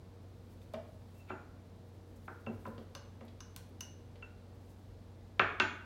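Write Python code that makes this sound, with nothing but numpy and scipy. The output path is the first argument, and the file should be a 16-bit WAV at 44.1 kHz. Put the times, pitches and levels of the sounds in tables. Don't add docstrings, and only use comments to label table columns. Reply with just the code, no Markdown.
import sys
import numpy as np
from scipy import signal
from scipy.fft import rfft, irfft
from scipy.io import wavfile
from scipy.ndimage import uniform_filter1d

SR = 44100
rng = np.random.default_rng(int(sys.argv[2]) if len(sys.argv) > 2 else 0)


def pcm_store(signal):
    levels = np.round(np.clip(np.atleast_2d(signal), -1, 1) * 32767)
    wavfile.write(sys.argv[1], SR, levels.astype(np.int16).T)


N = 257981
TIME_S = np.arange(N) / SR
TOP_HZ = 15900

# mode in Hz, width in Hz, gain in dB.
COUNTER_MODES = [(105, 13, 11.5), (226, 34, 12), (372, 47, 13), (481, 83, 10.5), (655, 363, 12),
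                 (850, 340, 16), (1100, 247, 17.5), (1251, 217, 18), (1380, 77, 20), (1517, 70, 24.5),
                 (1558, 200, 20), (1831, 206, 19), (1894, 150, 19), (2240, 370, 13), (2570, 184, 16),
                 (3270, 620, 10.5), (4510, 600, 6.5), (5500, 1800, 0.5)]
DISH_MODES = [(1430, 40, 0), (2678, 18, 19), (2740, 45, 15), (6180, 6, 16), (6944, 7, 15), (10900, 12, 11),
              (10990, 14, 7), (13800, 25, 15)]


def dish_knocks(touches=3, loss_db=6, ring_loss_db=18, softening=0.63, slowing_s=0.00377, crunch_db=-35):
    # start in seconds, blow in dB, contact cut-off in Hz, ring in dB, first rock in seconds.
    blows = [(1.3021, -10.5, 1006, -12, 0.00313), (1.313, -31.5, 2400, -17.5, 0.0034),
             (2.2789, -18, 1420, -35, 0.0063), (2.464, -30.5, 3030, -13.5, .003),
             (2.652, -24, 1560, -19, 0.00276), (4.224, -33.5, 2880, -12.5, .002),
             (5.3945, 1, 2750, 3, .0016), (5.5993, -3.5, 4550, 3.5, 0.0032)]
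    clacks, rings = np.zeros((2, N))
    for start_s, db, first_hz, ring_db, rock_s in blows:
        for k in range(touches):
            contact_hz = first_hz * softening ** k
            force = disperse(contact(contact_hz), travel_s=0.000792)
            crunch_gain = from_db(crunch_db) * (contact_hz / 4000) ** 2
            crunch = crunch_gain * cut(grit(fade_s=0.0022), 9000, "low", order=1)
            add(clacks, start_s, from_db(db - k * loss_db) * (resonate(force, COUNTER_MODES) + crunch))
            add(rings, start_s, from_db(ring_db - k * ring_loss_db) * resonate(force, DISH_MODES))
            start_s += rock_s + k * slowing_s
    return clacks, rings


def foot_drag(top_hz=3000):
    # peak time in seconds, level in dB.
    drags = [(1.301, -52.5)]
    force = rng.standard_normal(N) * swells(drags, rise_db_per_s=900, fall_db_per_s=2500)
    return resonate(cut(force + 1e-18, top_hz, "low"), COUNTER_MODES)


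def jar_thuds(note_width_hz=58):
    # start in seconds, blow in dB, contact cut-off in Hz, note in Hz, note level in dB.
    thuds = [(.7385, -18.5, 990, 640, 11.5), (.7435, -9.5, 2020, 665, -4), (2.470, 1, 750, 526, -18),
             (2.488, -8, 380, 375, 3), (2.655, -11, 940, 1005, 5.5), (2.674, -5.5, 630, 533, 1),
             (2.781, -12, 1030, 493, 2), (2.96, -31, 680, 544, -3), (3.212, -11, 950, 525, -8),
             (4.157, -26.5, 1210, 584, -19)]
    # mode in Hz, width in Hz, gain in dB.
    jar_modes = [(103, 8.4, 15), (228.3, 10.7, 17), (382, 35, 3), (425, 127, 6), (580, 300, 1.5),
                 (739, 45, 6), (1110, 390, -0.5), (1430, 61, -35), (1790, 240, -24)]
    out = np.zeros(N)
    for start_s, db, contact_hz, note_hz, note_db in thuds:
        force = contact(contact_hz)
        hollow = resonate(force, [(note_hz, note_width_hz, note_db)])
        add(out, start_s, from_db(db) * resonate(force, jar_modes) + hollow)
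    return out


def spatula_ticks(click_low_hz=2400, rough_db=-6):
    # start in seconds, blade in dB, rim in dB, click in dB.
    ticks = [(.736, -20.5, -42, -38), (2.950, -7, -7.5, -38), (3.404, -12.5, -8, -41),
             (3.562, -17.5, -31, -21), (3.8064, -13.5, 0.5, -25)]
    # mode in Hz, width in Hz, gain in dB.
    blade_modes = [(1030, 170, -0.5), (1465, 280, -4), (2140, 1200, -65), (3060, 50, -10),
                   (3870, 1270, -7.5), (5770, 170, -47), (6700, 300, -33)]
    rim_modes = [(2900, 50, 1.5), (5860, 630, -6), (6110, 93, 3), (6218, 170, 2), (6300, 540, -6),
                 (10900, 25, -6), (13440, 220, -24)]
    out = np.zeros(N)
    pulse = disperse(contact(TOP_HZ), travel_s=0.003)
    for start_s, blade_db, rim_db, click_db in ticks:
        force = pulse + from_db(rough_db) * grit(fade_s=0.004)
        blade = from_db(blade_db) * resonate(force, blade_modes)
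        rim = from_db(rim_db) * resonate(force, rim_modes)
        click = from_db(click_db) * cut(force, click_low_hz, "high")
        add(out, start_s, blade + rim + click)
    return out


def scrapes_and_peels(peel_hz=13600, band_ratio=1.48):
    # start in seconds, level in dB, band centre in Hz.
    scrapes = [(.616, -41, 2870), (.742, -25.5, 2240), (2.665, -39, 3750), (2.78, -32.5, 2720),
               (3.209, -34.5, 2030), (3.281, -36.5, 3100), (4.156, -38, 2600)]
    # start in seconds, level in dB.
    peels = [(2.679, -38.5), (3.251, -44), (3.69, -47)]
    out = np.zeros(N)
    for start_s, db, hz in list(scrapes) + [(*peel, peel_hz) for peel in peels]:
        slip = cut(grit(fade_s=0.006), [hz / band_ratio, hz * band_ratio], "band")
        add(out, start_s, from_db(db) * slip / np.linalg.norm(slip))
    return out


def handling(grain_db=4, rub_db=-10, rustle_low_hz=3000):
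    # peak time in seconds, level in dB.
    grips = [(1.19, -52.5), (1.29, -52), (4.27, -57)]
    arm_moves = [(.52, -75.5), (1.15, -75), (2.2, -75), (2.65, -76), (4.7, -78)]
    grains = rms_one(rng.standard_normal(N) * from_db(grain_db * drift(rate_hz=54)))
    rub = grains * swells(grips, rise_db_per_s=400, fall_db_per_s=255)
    singing = from_db(rub_db) * resonate(rub, [DISH_MODES[1], DISH_MODES[4]])
    hiss = cut(grains, rustle_low_hz, "high", order=1)
    return singing + hiss * swells(arm_moves, rise_db_per_s=40, fall_db_per_s=40)


def kitchen_response(build_s=0.00011, early_db=4, early_s=0.03):
    # frequency in Hz, T60 in seconds, level in dB.
    reverb = [(101, 0.48, -1), (294, 0.59, 4.5), (700, 0.52, 1.5), (1640, 0.65, 2), (3060, 0.51, -4.5),
              (6400, 0.37, -0.5), (13700, 0.33, -7)]
    t = TIME_S[:SR]
    white = rng.standard_normal((2, SR))
    tail = np.zeros(SR)
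    edges_hz = np.geomspace(60, 17000, 13)
    for k, band_hz in enumerate(zip(edges_hz, edges_hz[1:])):
        t60_s = at_hz(reverb, np.sqrt(np.prod(band_hz)))
        tail += cut(white[k % 2], band_hz, "band") * from_db(-60 * t / t60_s)
    onset = (1 - np.exp(-t / build_s)) * from_db(early_db * np.exp(-t / early_s))
    spectrum = rfft(tail * onset)
    spectrum /= np.sqrt(uniform_filter1d(np.abs(spectrum) ** 2, size=90) + 1e-9)
    colour = from_db(at_hz(reverb, np.fft.rfftfreq(SR, 1 / SR), column=2))
    return irfft(spectrum * colour)[:SR * 3 // 4]


def appliance_hum():
    # frequency in Hz, level in dB, waver from 0 to 1.
    tones = [(58.6, -75.5, 0.98), (92.7, -55.5, 0), (115.4, -65.5, 1), (236, -68.5, 0.2),
             (471.7, -70, 0.96)]
    out = np.zeros(N)
    for hz, db, waver in tones:
        swing = 1 + waver * (drift(rate_hz=13) + 1j * drift(rate_hz=8.7))
        tone = np.real(swing * np.exp(2j * np.pi * hz * TIME_S))
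        out += from_db(db) * rms_one(tone)
    return out


def room_air(above_300_hz_db=-63):
    # frequency in Hz, relative density in dB.
    density = [(22, -56), (42, 6.5), (60, 3), (110, -3), (160, -1), (250, -2), (400, -7.5), (520, -8),
               (800, -14), (1300, -21.5), (2600, -28.5), (4000, -28), (7000, -36), (15000, -43)]
    colour = from_db(at_hz(density, np.fft.rfftfreq(N, 1 / SR)))
    air = irfft(rfft(rng.standard_normal(N)) * colour, N)
    return air * from_db(above_300_hz_db) / np.std(cut(air, 300, "high", order=6))


def contact(cutoff_hz):
    return cut(signal.unit_impulse(SR // 2) + 1e-18, cutoff_hz, "low", order=3)


def disperse(x, travel_s):
    hz = np.fft.rfftfreq(len(x), 1 / SR)
    lag_rad = 4 * np.pi * travel_s * np.sqrt(1000 * hz)
    return irfft(rfft(x) * np.exp(-1j * lag_rad), len(x))


def grit(fade_s):
    t = TIME_S[:SR // 2]
    burst = rng.standard_normal(len(t)) * np.exp(-t / fade_s) + 1e-18
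    return burst / np.linalg.norm(burst)


def resonate(force, modes):
    out = 0
    for k, (hz, width_hz, peak_db) in enumerate(modes):
        radius = np.exp(-np.pi * width_hz / SR)
        poles = [1, -2 * radius * np.cos(2 * np.pi * hz / SR), radius ** 2]
        gain = (-1) ** k * from_db(peak_db) * (1 - radius ** 2) / 2
        out += gain * signal.lfilter([1, 0, -1], poles, force + 1e-18)
    return out


def swells(peaks, rise_db_per_s, fall_db_per_s):
    return sum(from_db(db - np.maximum(rise_db_per_s * (peak_s - TIME_S), fall_db_per_s * (TIME_S - peak_s)))
               for peak_s, db in peaks)


def drift(rate_hz):
    knots = rng.standard_normal(400)
    return np.interp(TIME_S * rate_hz, np.arange(len(knots)), knots)


def from_db(db):
    return 10 ** (np.asarray(db) / 20)


def rms_one(x):
    return x / np.sqrt(np.mean(x ** 2) + 1e-20)


def at_hz(rows, hz, column=1):
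    rows = np.array(rows)
    return np.interp(np.log(np.maximum(hz, 1)), np.log(rows[:, 0]), rows[:, column])


def cut(x, hz, kind, order=2):
    return signal.sosfilt(signal.butter(order, np.clip(hz, 10, .47 * SR), kind, fs=SR, output="sos"), x)


def add(track, start_s, sound):
    start = max(round(start_s * SR), 0)
    track[start:start + len(sound)] += sound[:N - start]


def scene(jar_direct_db=-2, jar_wet_db=-1, ring_wet_db=-4):
    clacks, rings = dish_knocks()
    clacks += foot_drag()
    rings += handling()
    at_jar = jar_thuds() + spatula_ticks() + scrapes_and_peels()
    direct = clacks + rings + from_db(jar_direct_db) * at_jar
    to_walls = clacks + from_db(ring_wet_db) * rings + from_db(jar_wet_db) * at_jar
    reflected = signal.fftconvolve(to_walls, kitchen_response())[:N]
    return (direct + reflected + room_air() + appliance_hum())[None]


def record(dry, low_cut_hz=36):
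    thinned = cut(dry, low_cut_hz, "high", order=4)
    return signal.sosfilt(signal.ellip(10, .1, 70, TOP_HZ, fs=SR, output="sos"), thinned)


dry = scene()
out = record(dry)
pcm_store(out)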